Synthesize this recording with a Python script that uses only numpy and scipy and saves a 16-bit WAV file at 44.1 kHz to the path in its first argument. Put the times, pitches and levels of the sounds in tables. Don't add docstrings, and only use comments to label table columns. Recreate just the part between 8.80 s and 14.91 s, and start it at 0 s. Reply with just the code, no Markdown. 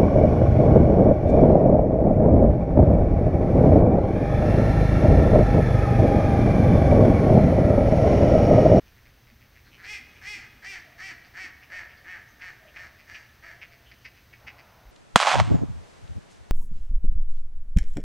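import sys
import numpy as np
from scipy import signal
from scipy.fft import rfft, irfft
from scipy.io import wavfile
from scipy.ndimage import uniform_filter1d

SR = 44100
rng = np.random.default_rng(int(sys.argv[2]) if len(sys.argv) > 2 else 0)


def output_pcm(signal):
    pcm = np.clip(np.atleast_2d(signal).T, -1, 1) * 32767
    wavfile.write(sys.argv[1], SR, np.round(pcm).astype(np.int16))


N = 269451
TIME = np.arange(N) / SR

# (frequency [Hz], relative density [dB])
AIR_SPECTRUM = [(15, -10), (28, -11.5), (60, 3.5), (90, 0), (170, -9), (315, -13), (586, -16.5),
                (1000, -19), (1800, -15), (3200, -21.5), (6000, -24.5), (10000, -16.5), (16000, -25.5)]
# (time [s], level [dB])
AIR_LEVELS = [(0, -56.5), (.6, -57.5), (1.3, -54.5), (2.3, -56), (3.7, -56), (6.1, -56)]
# (middle [s],
# length [s], level [dB], throat resonance [Hz], clap rate [1/s], snap of the outer resonances [dB])
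CLUCKS_AND_CROAKS = [(0.08, 0.048, -67.5, 2750, 123, 8), (0.175, 0.079, -67, 1850, 125, 3),
                     (0.267, .04, -62, 2130, 130, -1), (0.492, 0.072, -64.5, 2170, 128, 4),
                     (0.628, 0.054, -64.5, 2290, 115, 2), (0.774, 0.054, -60.5, 2120, 115, -4),
                     (0.873, 0.029, -62.5, 1800, 196, 4), (0.949, .08, -60, 2600, 130, 0),
                     (1.01, .08, -55, 1800, 175, 0), (1.052, .03, -47, 2000, 205, 5),
                     (1.376, 0.067, -61.5, 2550, 120, -3), (1.645, .04, -57, 2100, 210, 1),
                     (2.459, 0.055, -59, 2110, 165, 6), (2.834, 0.04, -56, 2300, 200, 1),
                     (3.112, 0.074, -59, 2330, 220, -1), (3.623, 0.034, -47.5, 2210, 297, -0.5),
                     (3.889, 0.042, -61.5, 2730, 170, -5), (3.97, 0.024, -45.5, 2230, 300, -6),
                     (4.206, .05, -58.5, 2220, 154, 3), (4.353, .026, -46, 2430, 270, -0.5),
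                     (4.827, .03, -45.5, 2290, 220, -2.5), (4.936, 0.055, -61.5, 2240, 145, 6),
                     (5.119, 0.012, -52, 2120, 236, 4), (5.259, 0.028, -46, 2215, 276, 2.5),
                     (5.377, .05, -63.5, 2320, 194, 6), (5.536, 0.019, -52.5, 2220, 320, -3),
                     (5.682, .036, -45, 2240, 260, -1), (5.798, 0.042, -57.5, 2160, 155, 5)]
# (multiple of its main resonance, width [Hz], gain [dB])
CLUCK_RESONANCES = [(.45, 1050, -19.5), (0.956, 620, 14), (1.094, 560, 8), (1.6, 1050, -54.5),
                    (2.15, 1210, -3)]
# (delay [s], gain [dB])
YARD_ECHOES = [(.0013, -27), (.0093, -7.5), (.021, -8), (0.056, -28.5), (.079, -60), (.118, -30.5)]
# (frequency [Hz], time to fall 60 dB [s])
YARD_DECAY = [(300, 0.83), (800, 2.5), (2000, 1.06), (4000, 0.85), (8000, 0.43)]
# (start [s], length [s], level [dB], pitch [Hz])
FAR_KNOCKS = [(0.497, 0.076, -68.5, 237), (.85, 0.066, -66, 270), (1.186, 0.056, -62.5, 280),
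              (1.537, 0.063, -62.5, 274), (1.738, 0.062, -66.5, 266), (1.949, .08, -68, 274),
              (2.289, 0.07, -65.5, 281), (2.607, 0.07, -64.5, 292)]
# (start [s], length [s], level [dB], pitch [Hz])
FAR_CHIPS = [(0.848, 0.031, -70, 4200), (3.167, 0.024, -68, 4600), (3.475, 0.03, -68, 6300),
             (5.031, 0.089, -67, 2980)]
# (start [s], length [s], level [dB], pitch [Hz])
FAR_HOOTS = [(2.015, 0.13, -67.5, 673), (2.869, 0.11, -66, 620), (3.778, 0.15, -65.5, 650),
             (4.601, 0.15, -67, 666)]
# (start [s], attack [s], hold [s], release [s], crest after the start [s],
# relative level [dB], top pitch [Hz], mid-cycle clap at the crest [0-1], roughness at the crest [0-1],
# treble [dB], bill opening [factor on the throat's frequencies])
HEN_QUACKS = [(1.024, 0.082, 0.044, 0.073, .088, -37, 211.7, 0.82, 0.1, 0.5, 1),
              (1.412, 0.061, 0.061, 0.15, 0.093, -37.5, 211, 0.84, 0.03, 1.5, 1.002),
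              (1.819, 0.031, 0.12, 0.06, 0.074, -40.5, 198.4, .8, 0.03, 1.5, 1.032),
              (2.176, 0.029, 0.11, 0.043, 0.076, -40.5, 194, .7, 0.14, 1.5, 1.02),
              (2.535, 0.04, 0.083, 0.05, 0.076, -39.5, 189.9, 0.58, 0.13, -0.5, 1.013),
              (2.897, 0.029, 0.076, 0.085, 0.059, -40, 184.5, 0.6, 0.14, -2.5, 1.026),
              (3.24, 0.041, 0.075, 0.081, 0.064, -42.5, 184, 0.47, 0.17, -6, 1.015),
              (3.591, 0.042, .065, 0.064, .056, -43.5, 184.4, 0.3, 0.22, -2.5, 0.994),
              (3.937, 0.034, 0.078, .065, 0.061, -45.5, 182, 0.52, 0.31, -0.5, 1),
              (4.267, .025, .085, 0.092, 0.068, -47.5, 177.6, 0.44, 0.24, 3, 1.034),
              (4.619, 0.017, 0.08, 0.077, 0.058, -48, 173.9, 0.6, 0.35, -1, 1.023)]
# (frequency [Hz], width [Hz], gain [dB],
# rise as the bill opens [share], added gain as it opens [dB])
HEN_RESONANCES = [(277, 66, -24, 0.1, 17), (980, 260, -9.5, 0.12, 0), (1328, 184, -5, 0.17, -8),
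                  (1752, 446, 4, 0.21, 2.5), (2004, 586, -2, 0.2, 9), (2623, 210, -10.5, 0.29, 9.5),
                  (4610, 550, -15, 0.0082, 2.5), (5390, 1450, -19, 0.013, 12),
                  (7080, 4270, -17.5, 0.096, 12.5)]
# (frequency [Hz], relative density [dB])
RUSH_SPECTRUM = [(100, -30), (250, -8.5), (420, -9.5), (600, -2.5), (950, -2), (1200, -8), (1500, -3),
                 (1700, -23), (4000, -41)]
# (start [s], length [s], level [dB], pitch [Hz])
MIC_BUMPS = [(5.627, 0.06, -57, 67.6), (6.045, .07, -49.5, 47.6)]
# (frequency [Hz], gain [dB])
MIC_RESPONSE = [(20, 0), (6400, 1), (6650, -9), (7150, -11), (9900, -17), (10400, -18.5), (16000, -5.5)]
# (frequency [Hz], relative density [dB])
MIC_HISS = [(20, -20), (6000, -35), (10000, -17), (12500, -4.5), (15000, -1.5), (16000, -6.5)]

MAX_DROP_HZ = 42
SECOND_AT_ENDS, ROUGH_AT_ENDS = 0.56, 0.64


def gain_of(db):
    return 10 ** (np.asarray(db) / 20)


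def unit_rms(x):
    return x / np.sqrt(np.mean(x ** 2) + 1e-20)


def value_at(points, hz):
    f, value = np.transpose(points)
    return np.interp(np.log(hz + 1), np.log(f + 1), value)


def add(mix, start, sound):
    part = mix[max(round(start * SR), 0):][:len(sound)]
    part += sound[:len(part)]


def coloured(x, spectrum):
    gain = gain_of(value_at(spectrum, np.fft.rfftfreq(2 * N, 1 / SR)))
    return irfft(rfft(x, 2 * N) * gain)[:N]


def noise(spectrum):
    return unit_rms(coloured(rng.standard_normal(N), spectrum))


def resonate(x, hz, width):
    turn = np.exp(2j * np.pi * np.cumsum(hz * np.ones(len(x))) / SR)
    r = np.exp(-np.pi * width / SR)
    return 2 * (turn * signal.lfilter([(1 - r) ** 2], [1, -2 * r, r * r], x / turn)).real


def pulses(size, places, heights):
    at = np.floor(places).astype(int)[:, None] + np.arange(-7, 9)
    offset = at - places[:, None]
    shape = np.sinc(offset) * np.cos(np.pi * offset / 16) ** 2
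    return np.bincount(np.clip(at, 0, size - 1).ravel(), (heights[:, None] * shape).ravel(), size)


def outdoor_air(hum_hz=120, hum_db=-68, wind_db=-60, wind_fall_db_per_s=4):
    air = gain_of(np.interp(TIME, *np.transpose(AIR_LEVELS))) * noise(AIR_SPECTRUM)
    hum = gain_of(hum_db) * unit_rms(resonate(rng.standard_normal(N), hum_hz, width=4.4))
    wind = unit_rms(resonate(rng.standard_normal(N), hz=53.5, width=51))
    return air + hum + gain_of(wind_db - wind_fall_db_per_s * TIME) * wind


def cluck(length, level_db, throat_hz, rate, snap_db, slowing=0.67, uneven=0.1056, shimmer_db=1.8):
    progress = np.linspace(0, 1, int(length * SR))
    size = len(progress)
    cycles = np.cumsum(rate * (1 + slowing * (.5 - progress))) / SR
    count = np.arange(int(cycles[-1]) + 1)
    late, strong = rng.standard_normal((len(count), 2)).T
    unsteady = uneven * min(1, (.03 / length) ** 2)
    places = np.interp(count + .5 + unsteady * late, cycles, np.arange(size))
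    claps = pulses(size, places, gain_of(shimmer_db * strong))
    breath = .15 * rng.standard_normal(size)
    drive = (unit_rms(claps) + breath) * np.sin(np.pi * progress)
    drive = np.pad(drive, (0, SR // 200))
    voice = np.zeros(len(drive))
    for multiple, width, db in CLUCK_RESONANCES:
        outer = abs(multiple - 1) > .3
        voice += gain_of(db + outer * snap_db) * resonate(drive, throat_hz * multiple, width)
    return gain_of(level_db) * unit_rms(voice)


def yard(x, echo_db, tail_db, taps_per_s=2500, build_s=0.0085):
    echoes = np.zeros(SR)
    for delay, db in YARD_ECHOES:
        add(echoes, delay, gain_of([db + echo_db]))
    taps = rng.standard_normal(SR) * (rng.random(SR) < taps_per_s / SR)
    hz, t, bands = signal.stft(taps, SR, nperseg=256)
    bands *= gain_of(-60 * t / value_at(YARD_DECAY, hz)[:, None]) * (1 - np.exp(-t / build_s))
    tail = signal.istft(bands, SR, nperseg=256)[1][:SR]
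    return x + signal.fftconvolve(x, echoes + gain_of(tail_db) * tail / np.linalg.norm(tail))[:N]


def far_sound(length, level_db, hz, blur=0.2):
    size = int(length * SR)
    band = resonate(rng.standard_normal(size), hz, width=hz * blur)
    return gain_of(level_db) * unit_rms(band * signal.windows.hann(size))


def air_push(attack, hold, release, crest, onset_db=-14, release_db=-19,
             climb_hz_per_s=600, sag_hz_per_s=385, round_s=.025):
    t = np.arange(0, attack + hold + release, 1 / SR)
    attack_left = np.clip(1 - t / attack, 0, 1)
    released = np.clip((t - attack - hold) / release, 0, 1)
    swell_db = onset_db * attack_left ** 0.91 + release_db * released
    slope = np.where(t < crest, climb_hz_per_s, sag_hz_per_s)
    slide_hz = slope * (np.hypot(t - crest, round_s) - round_s)
    return t, swell_db, MAX_DROP_HZ * np.tanh(slide_hz / MAX_DROP_HZ)


def syrinx(t, hz, arch, top_second, top_rough,
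           flutter=0.0026, jitter_s=0.0002, shimmer_db=3, croak_s=.00008, croak_db=2.0):
    second = np.clip(SECOND_AT_ENDS + (top_second - SECOND_AT_ENDS) * arch, 0, 1)
    slack = np.clip((186 - hz) / 25, 0, 1)
    rough = np.clip(top_rough + (ROUGH_AT_ENDS - top_rough) * (1 - arch ** 2), 0, 1)
    wobble = unit_rms(sum(np.sin(2 * np.pi * (f * t + rng.random())) for f in np.geomspace(15, 70, 8)))
    cycles = np.cumsum(hz * (1 + flutter * rough * wobble)) / SR
    half_cycles = np.arange(1, int(2 * cycles[-1]))
    places = np.interp(half_cycles / 2, cycles, np.arange(len(t)))
    at = places.astype(int)
    late, strong = rng.standard_normal((len(at), 2)).T
    late_s = (jitter_s * rough[at] + croak_s * slack[at]) * late
    strong_db = (shimmer_db * rough[at] + croak_db * slack[at]) * strong
    heights = np.where(half_cycles % 2, second[at], 1) * gain_of(strong_db)
    claps = pulses(len(t), places + SR * late_s, heights)
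    puffs = (.2 + np.exp(-(cycles % 1) / .3)) * rng.standard_normal(len(t))
    return unit_rms(claps) + rough * unit_rms(puffs)


def quack(attack, hold, release, crest, held_db, top_hz, second, rough, treble_db, bill, lag_s=0.011):
    t, swell_db, drop_hz = air_push(attack, hold, release, crest)
    hz = top_hz - drop_hz
    arch = 1 - drop_hz / MAX_DROP_HZ
    drive = syrinx(t, hz, arch, second, rough)
    opening = np.clip((np.interp(t - lag_s, t, hz) - 176) / 26, 0, 1)
    voice = np.zeros(len(t))
    for mode_hz, width, db, rise, open_db in HEN_RESONANCES:
        upper = mode_hz > 2500
        ring = resonate(drive, mode_hz * bill * (1 + rise * opening), width)
        voice += gain_of(db + open_db * opening + upper * treble_db) * ring
    power = uniform_filter1d(voice ** 2, size=1100)
    steady = voice / np.sqrt(abs(power) + 1e-12)
    return gain_of(held_db + swell_db) * steady * signal.windows.tukey(len(t), .04)


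def rush(start_s=5.57, rise_s=0.077, level_db=-57, fade_db_per_s=10.5):
    t = np.maximum(TIME - start_s, 0)
    return np.minimum(t / rise_s, 1) * gain_of(level_db - fade_db_per_s * t) * noise(RUSH_SPECTRUM)


def mic_bump(length, level_db, hz):
    t = np.arange(0, length, 1 / SR)
    swings = np.sin(2 * np.pi * (hz * t + rng.random()))
    return gain_of(level_db) * unit_rms(swings * signal.windows.hann(len(t)))


def scene():
    clucks, far, quacks, bumps = np.zeros((4, N))
    for middle, length, *settings in CLUCKS_AND_CROAKS:
        add(clucks, middle - length / 2, cluck(length, *settings))
    for start, *settings in FAR_KNOCKS + FAR_CHIPS + FAR_HOOTS:
        add(far, start, far_sound(*settings))
    for start, *settings in HEN_QUACKS:
        add(quacks, start, quack(*settings))
    for start, *settings in MIC_BUMPS:
        add(bumps, start, mic_bump(*settings))
    mix = outdoor_air() + yard(clucks, echo_db=-1, tail_db=-14)
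    mix += yard(far, echo_db=2.5, tail_db=-2)
    mix += gain_of(-0.35) * yard(quacks, echo_db=-2.5, tail_db=-11)
    return np.tile(mix + rush() + bumps, (2, 1))


def record(dry, hiss_db=-70, edge_hz=15800):
    mono = coloured(dry.mean(0), MIC_RESPONSE) + gain_of(hiss_db) * noise(MIC_HISS)
    lowpass = signal.firwin(1023, edge_hz, window=("kaiser", 9), fs=SR)
    return np.tile(signal.oaconvolve(mono, lowpass, "same"), (2, 1))


dry = scene()
out = record(dry)
output_pcm(out)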